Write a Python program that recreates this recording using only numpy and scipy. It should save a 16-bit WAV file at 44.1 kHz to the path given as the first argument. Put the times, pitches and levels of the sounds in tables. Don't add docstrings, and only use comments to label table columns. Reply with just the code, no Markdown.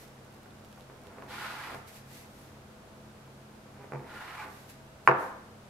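import sys
import numpy as np
from scipy import signal
from scipy.fft import rfft, irfft
from scipy.io import wavfile

SR = 44100
rng = np.random.default_rng(int(sys.argv[2]) if len(sys.argv) > 2 else 0)


def unload_wav(signal):
    wavfile.write(
        sys.argv[1],
        SR,
        np.round(np.clip(np.atleast_2d(signal).T, -1, 1) * 32767).astype(np.int16),
    )


N = 250929
TIME = np.arange(N) / SR


def gain_of(db):
    return 10 ** (np.asarray(db) / 20)


def evened(x):
    return x / np.sqrt(np.mean(x ** 2) + 1e-20)


def read(points, hz):
    f, value = np.transpose(points)
    return np.interp(np.log(hz + 1), np.log(f + 1), value)


def add(mix, s, sound):
    part = mix[round(s * SR):][:len(sound)]
    part += sound[:len(part)]


def through(x, response):
    return signal.fftconvolve(np.atleast_2d(x), np.atleast_2d(response), axes=1)[:, :N]


def click(points, size=4096):
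    hz = abs(np.fft.fftfreq(size, 1 / SR))
    log_gain = np.log(gain_of(read(points, hz)))
    spectrum = np.exp(np.conj(signal.hilbert(log_gain)))
    wave = np.fft.ifft(spectrum).real[:size // 2]
    return wave / abs(wave).max()


def resonate(x, hz, width):
    turn = np.exp(2j * np.pi * np.cumsum(hz * np.ones(N)) / SR)
    r = np.exp(-np.pi * width / SR)
    smoothed = signal.lfilter([1 - r], [1, -r], x / turn + 1e-18)
    return 2 * (turn * smoothed).real


def waver(rate_hz):
    hz = np.fft.rfftfreq(N, 1 / SR)
    return evened(irfft(rfft(rng.standard_normal(N)) * np.exp(-(hz / rate_hz) ** 2), N))


def swell(peak_s, rise_s, fall_s, db):
    t = TIME - peak_s
    return gain_of(db) * np.exp(-(t / np.where(t < 0, rise_s, fall_s)) ** 2)


def held(start_s, end_s, rise_s, fall_s):
    attack = 1 - np.exp(-np.maximum(TIME - start_s, 0) / rise_s)
    release = np.exp(-np.maximum(TIME - end_s, 0) / fall_s)
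    return attack * release


def rubbing(colour, per_s, uneven_db):
    chance = rng.random(N)
    size = np.minimum(rng.exponential(1, N), np.pi)
    sign = rng.choice([-1, 1], N)
    slips = (chance < per_s / SR) * sign * gain_of(uneven_db * size)
    return evened(through(slips, click(colour))[0])


# f/Hz, likeness [0-1]
LIKENESS = [(60, 1), (130, 0.84), (290, 0.93), (640, 0.5), (1410, 0.13), (3100, 0), (15000, 0.06)]


def diffuse(count):
    a, b = rfft(rng.standard_normal((2, count)))
    same = np.clip(read(LIKENESS, np.fft.rfftfreq(count, 1 / SR)), 0, 1)
    mid = a * np.sqrt((1 + same) / 2)
    side = b * np.sqrt((1 - same) / 2)
    return irfft([mid + side, mid - side], count)


# f/Hz, t60/s
KITCHEN_DECAY = [(100, 0.4), (300, 0.85), (600, 0.69), (1100, .67), (2200, 0.65), (5000, 0.56),
                 (13000, 0.25)]


def reverberation(build_s=0.0046, early=0.86, early_s=0.019):
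    hz, t, bands = signal.stft(diffuse(SR), SR, nperseg=512)
    decay = np.exp(-np.log(1000) * t / read(KITCHEN_DECAY, hz)[:, None])
    tail = signal.istft(bands * decay, SR, nperseg=512)[1]
    t = np.arange(tail.shape[1]) / SR
    tail *= (1 - np.exp(-(t / build_s) ** 2)) * (1 + early * np.exp(-t / early_s))
    clumps = .5 * np.exp(-t / .07)
    tail *= (1 + clumps * waver(rate_hz=470)[:len(t)]) / np.sqrt(1 + clumps ** 2)
    return tail / np.linalg.norm(tail[0])


# delay t/s, level/dB against direct sound
NEAR_ECHOES = [
    [(.0102, -9), (.0124, -7), (.0148, -12), (.0204, -12), (.0283, -15)],
    [(.0021, -8), (.0104, -7), (.0150, -12), (.0212, -12), (.0382, -12)],
]


def near_paths(right_db):
    taps = np.zeros((2, SR // 10))
    taps[:, 0] = 1
    for side, echoes in zip(taps, NEAR_ECHOES):
        for s, db in echoes:
            side[round(s * SR)] += gain_of(db)
    return taps * gain_of([[-right_db / 2], [right_db / 2]])


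def placed(x, tail, wet, right_db):
    wet = np.clip(wet, 0, 1)
    blend = np.sqrt(1 - wet) * x + np.sqrt(wet) * through(x, tail)
    return blend * gain_of([[-right_db / 2], [right_db / 2]])


# f/Hz, relative level/dB per Hz
AIR_TINT = [(25, -14), (50, -21), (62, -9), (80, -5), (112, -11.5), (150, -10.5), (200, -4.5), (275, -9.5),
            (500, -10.5), (650, -11.5), (1140, -15), (1550, -16.5), (1750, -20.5), (5900, -29.5),
            (12500, -35), (15500, -43)]
# f/Hz, rms level/dB
HUM_LINES = [(37, -81), (58.5, -69.5), (99.7, -64.5), (133.6, -60), (214.2, -62.5), (500.6, -70.5),
             (650.5, -69), (750, -90)]


def background(air_db=-53.5, waver_depth=0.29, waver_hz=4):
    tint = gain_of(read(AIR_TINT, np.fft.rfftfreq(N, 1 / SR)))
    air = irfft(rfft(diffuse(N)) * tint, N)
    hum = np.zeros(N)
    for hz, db in HUM_LINES:
        drift = 1 + waver_depth * (waver(waver_hz) + 1j * waver(waver_hz))
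        tone = np.exp(2j * np.pi * (hz * TIME + rng.random()))
        hum += gain_of(db) * evened((drift * tone).real)
    return gain_of(air_db) * evened(air) + hum


# t/s, peak level/dB before placing in the room
CRUMB_SNAPS = [(0.508, -49), (0.648, -41.5), (0.728, -41.5), (0.809, -40.5), (1.070, -40), (1.223, -46),
               (1.748, -35.5)]
# f/Hz, relative level/dB
FLOUR_COLOUR = [(1500, -10), (2800, 5), (3700, 3), (4700, 0), (6000, -6.5), (9000, -8.5), (12500, -7),
                (15500, -21)]
# f/Hz, relative level/dB
CLOTH_COLOUR = [(600, -17), (2000, 7), (3000, 1), (4000, 2), (6500, 0), (9500, -1), (12700, 1.5),
                (15500, -11)]


def crumbs(tail, crackle_db=-75, until_s=1.2, resting=0.28):
    pressing = np.maximum(held(0, until_s, rise_s=.02, fall_s=.12), resting)
    snaps = gain_of(crackle_db) * pressing * rubbing(CLOTH_COLOUR, per_s=310, uneven_db=10)
    for s, db in CRUMB_SNAPS:
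        add(snaps, s, gain_of(db) * click(FLOUR_COLOUR))
    return placed(snaps, tail, wet=0.24, right_db=10.5)


# peak t/s, rise t/s, fall t/s, level/dB before the common lift
SOFT_HISSES = [(0.02, 0.054, 0.034, -61), (1.755, 0.018, 0.056, -63.5), (1.885, 0.016, 0.022, -57.5),
               (1.962, 0.044, .04, -59), (2.15, 0.068, 0.1, -59), (2.41, 0.12, 0.12, -67.5),
               (4.54, 0.14, 0.19, -65), (4.7, .015, 0.022, -58), (5.075, 0.022, 0.033, -62),
               (5.215, 0.042, 0.078, -61)]


def rustles(tail, lift_db=6.0):
    grains = np.array([rubbing(CLOTH_COLOUR, per_s=12000, uneven_db=5.0) for _ in range(2)])
    strength = np.linalg.norm([swell(*row) for row in SOFT_HISSES], axis=0)
    return placed(gain_of(lift_db) * grains * strength, tail, wet=0.25, right_db=0.2)


def flexed(x, hz=1200, q=1.33):
    a = signal.iirpeak(hz, q, fs=SR)[1]
    return signal.lfilter(a[::-1], a, x)


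# f/Hz, relative level/dB, t60/s
BOARD_MODES = [(349, -2, 0.29), (399, 4.5, 0.16), (488.4, -2, 0.33), (528, -13.5, 0.84), (654.5, -1, 0.18),
               (743, 2, 0.13), (840, -31, .3), (840, -2, 0.2), (921, -4.5, 0.47), (1006, -19, .3),
               (1040, -15, 0.74), (1100, -17, 0.31), (1194, -0.5, 0.16), (1257, -7, 0.14),
               (1367, -21, 0.48), (1574, -35, .3), (1763, -9, 0.18)]


def board_ring(rise_s=0.0081):
    t = np.arange(SR) / SR
    modes = np.zeros(SR)
    for hz, db, t60 in BOARD_MODES:
        modes += gain_of(db) * 1000. ** (-t / t60) * np.sin(2 * np.pi * hz * t)
    return modes * (1 - np.exp(-(t / rise_s) ** 2))


def table_thump(hz=137, t60=0.23, rise_s=0.022):
    t = np.arange(SR // 2) / SR
    decay = np.exp(-np.log(1000) * t / t60)
    return np.sin(2 * np.pi * hz * t) * decay * (1 - np.exp(-(t / rise_s) ** 2))


CLACK_RING_DB, PUSH_RING_DB = -24.5, -23.5
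CLACK_THUMP_DB, PUSH_THUMP_DB, FIRM_PUSH_DB = -27.5, -9.5, -28
# t/s, impulse level/dB of hard clack, of dull push through dough
CONTACTS = [(0.459, -44, -43), (0.776, -46, -43), (0.8985, -43, -38.5), (1.184, -38, -36),
            (1.2228, -34, -41), (1.745, -33, -31.5), (3.665, -45, -50), (3.801, -54, -43),
            (3.843, -54, -37), (3.9214, -30, -27.5), (3.9353, -41, -26.5), (3.9496, -46, -30),
            (3.9578, -52, -31), (3.995, -52, -36), (4.045, -50, -42), (4.278, -36, -44), (5.0752, 1.5, -36)]
# f/Hz, relative level/dB
CLACK_COLOUR = [(80, -56), (300, -11.5), (500, -12.5), (840, -1.5), (1100, 8), (1330, 0.5), (1600, 1.5),
                (1850, -7.5), (2200, -4.5), (2800, -14), (3500, -45), (4700, -32.5), (8000, -44),
                (15000, -55)]
# f/Hz, relative level/dB
ROOM_COLOUR = [(70, -43), (130, -22), (270, -16.5), (370, -12), (620, -8), (850, -3.5), (1170, -3.5),
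               (1400, -7.5), (1730, -8.5), (2000, -18), (2400, -21), (3100, -33.5), (4700, -46),
               (8000, -66), (13000, -63)]
# f/Hz, relative level/dB
PUSH_COLOUR = [(40, -32), (130, 4.5), (420, 8.5), (850, 5.5), (1300, -7.5), (2400, -4), (3100, -33),
               (6000, -28), (14000, -52)]


def blows(tail, room_db=-4.0, push_room_db=-10, thump_db=3):
    forces = np.zeros((2, N))
    for s, *levels_db in CONTACTS:
        forces[:, round(s * SR)] = gain_of(levels_db)
    clack, push = forces
    firmness = np.minimum(push / gain_of(FIRM_PUSH_DB), 1) ** 2
    ring = gain_of(CLACK_RING_DB) * clack + gain_of(PUSH_RING_DB) * push
    thump = gain_of(CLACK_THUMP_DB) * clack + gain_of(PUSH_THUMP_DB) * firmness * push
    shove = -through(push, click(PUSH_COLOUR))
    blade = through(clack, flexed(click(CLACK_COLOUR)))
    near = through(blade + shove, near_paths(right_db=3.0))
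    sent_out = gain_of(room_db) * through(clack, click(ROOM_COLOUR)) + gain_of(push_room_db) * shove
    far = through(sent_out, tail)
    table = gain_of(thump_db) * through(thump, table_thump())
    return near + far + through(ring, board_ring()) + table


DRAW_RISE_S, DRAW_LIFT_S = 0.043, .01
BLADE_HZ, SAG_S = 1423, 0.081
SWEPT_DB_PER_S = -6
# start t/s, end t/s, rasp level/dB at the start,
# flour hiss level/dB at the start (before its lift), change of pressure [dB per s], blade's final f/Hz
BLADE_DRAWS = [(1.276, 1.745, -40, -50.5, -11.5, 1200), (4.054, 4.445, -47.5, -61, 6.5, 960)]


def drawing():
    rasp, hiss, hz = np.zeros(N), np.zeros(N), np.zeros(N) + BLADE_HZ
    for start, end, rasp_db, hiss_db, db_per_s, final_hz in BLADE_DRAWS:
        elapsed = np.clip(TIME, start, end) - start
        pressure = held(start, end, DRAW_RISE_S, DRAW_LIFT_S) * gain_of(db_per_s * elapsed)
        rasp += gain_of(rasp_db) * pressure
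        hiss += gain_of(hiss_db + SWEPT_DB_PER_S * elapsed) * pressure
        hz += (final_hz - BLADE_HZ) * np.exp(-abs(TIME - end) / SAG_S)
    return rasp, hiss, hz


# peak t/s, rise t/s, fall t/s, level/dB
DOUGH_SHOVES = [(1.2, 0.22, 0.42, -54), (1.74, 0.051, 0.017, -48), (3.83, 0.081, 0.028, -52.5),
                (4.01, 0.041, 0.16, -52), (4.46, 0.017, 0.034, -48.5)]
# f/Hz, relative level/dB
RASP_COLOUR = [(300, -34), (580, -7.5), (780, 0.5), (1050, 1), (1450, -2.5), (1850, 1), (2050, -0.5),
               (2350, -2), (3000, -12), (4000, -37), (8000, -35)]
# f/Hz, width [Hz], relative level/dB
HELD_BLADE_MODES = [(885, 130, 3), (1070, 170, -1), (1650, 100, 3), (2000, 110, -4), (2300, 160, -13)]
# f/Hz, relative level/dB
DRAG_COLOUR = [(90, -38), (160, -15), (260, 0), (400, -2), (600, -7), (850, -6), (1300, -19.5), (3000, -42)]


def cuts(tail, sing_db=-3, width_hz=130, modes_db=-8, judder_db=1.5, graze_db=-6, flour_db=6.0):
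    drawn, hiss, blade_hz = drawing()
    shoved = sum(swell(*row) for row in DOUGH_SHOVES)
    contact = np.hypot(drawn, gain_of(graze_db) * shoved)
    judder = gain_of(judder_db * waver(rate_hz=55))
    slips = rubbing(RASP_COLOUR, per_s=3500, uneven_db=0.0) * judder
    singing = evened(resonate(slips, blade_hz, width_hz))
    modes = evened(sum(gain_of(db) * resonate(slips, hz, width) for hz, width, db in HELD_BLADE_MODES))
    rasp = evened(slips + gain_of(sing_db) * singing + gain_of(modes_db) * modes) * contact
    drag = rubbing(DRAG_COLOUR, per_s=700, uneven_db=3.5) * shoved
    grains = np.array([rubbing(FLOUR_COLOUR, per_s=9000, uneven_db=0.5) for _ in range(2)])
    flour = grains * hiss * gain_of(flour_db) * np.sqrt(judder)
    return placed(rasp + drag, tail, wet=0.33, right_db=2.0) + placed(flour, tail, wet=0.1, right_db=0.0)


# t/s, length t/s, f/Hz, rms level/dB before placing
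EDGE_SQUEAKS = [(1.426, .04, 1310, -45.5), (1.468, 0.064, 1300, -51), (1.555, 0.098, 1535, -54),
                (4.136, 0.061, 1410, -52), (4.38, 0.046, 840, -48), (4.382, 0.044, 2335, -50),
                (4.41, 0.033, 1516, -47)]


def squeaks(tail, width_hz=70):
    tones = np.zeros(N)
    for s, length, hz, db in EDGE_SQUEAKS:
        count = round(length * SR)
        jitter = rng.standard_normal(count) * np.sqrt(width_hz / (2 * np.pi * SR))
        tone = np.sin(2 * np.pi * np.cumsum(hz / SR + jitter))
        add(tones, s, gain_of(db) * evened(np.hanning(count) * tone))
    return placed(tones, tail, wet=0.22, right_db=1.0)


def scene():
    tail = reverberation()
    return blows(tail) + cuts(tail) + squeaks(tail) + crumbs(tail) + rustles(tail) + background()


def record(dry, edge_hz=15750):
    low_pass = signal.firwin(511, edge_hz, window=("kaiser", 9), fs=SR)
    return signal.oaconvolve(np.clip(dry, -.98, .98), low_pass[None], "same")


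dry = scene()
out = record(dry)
unload_wav(out)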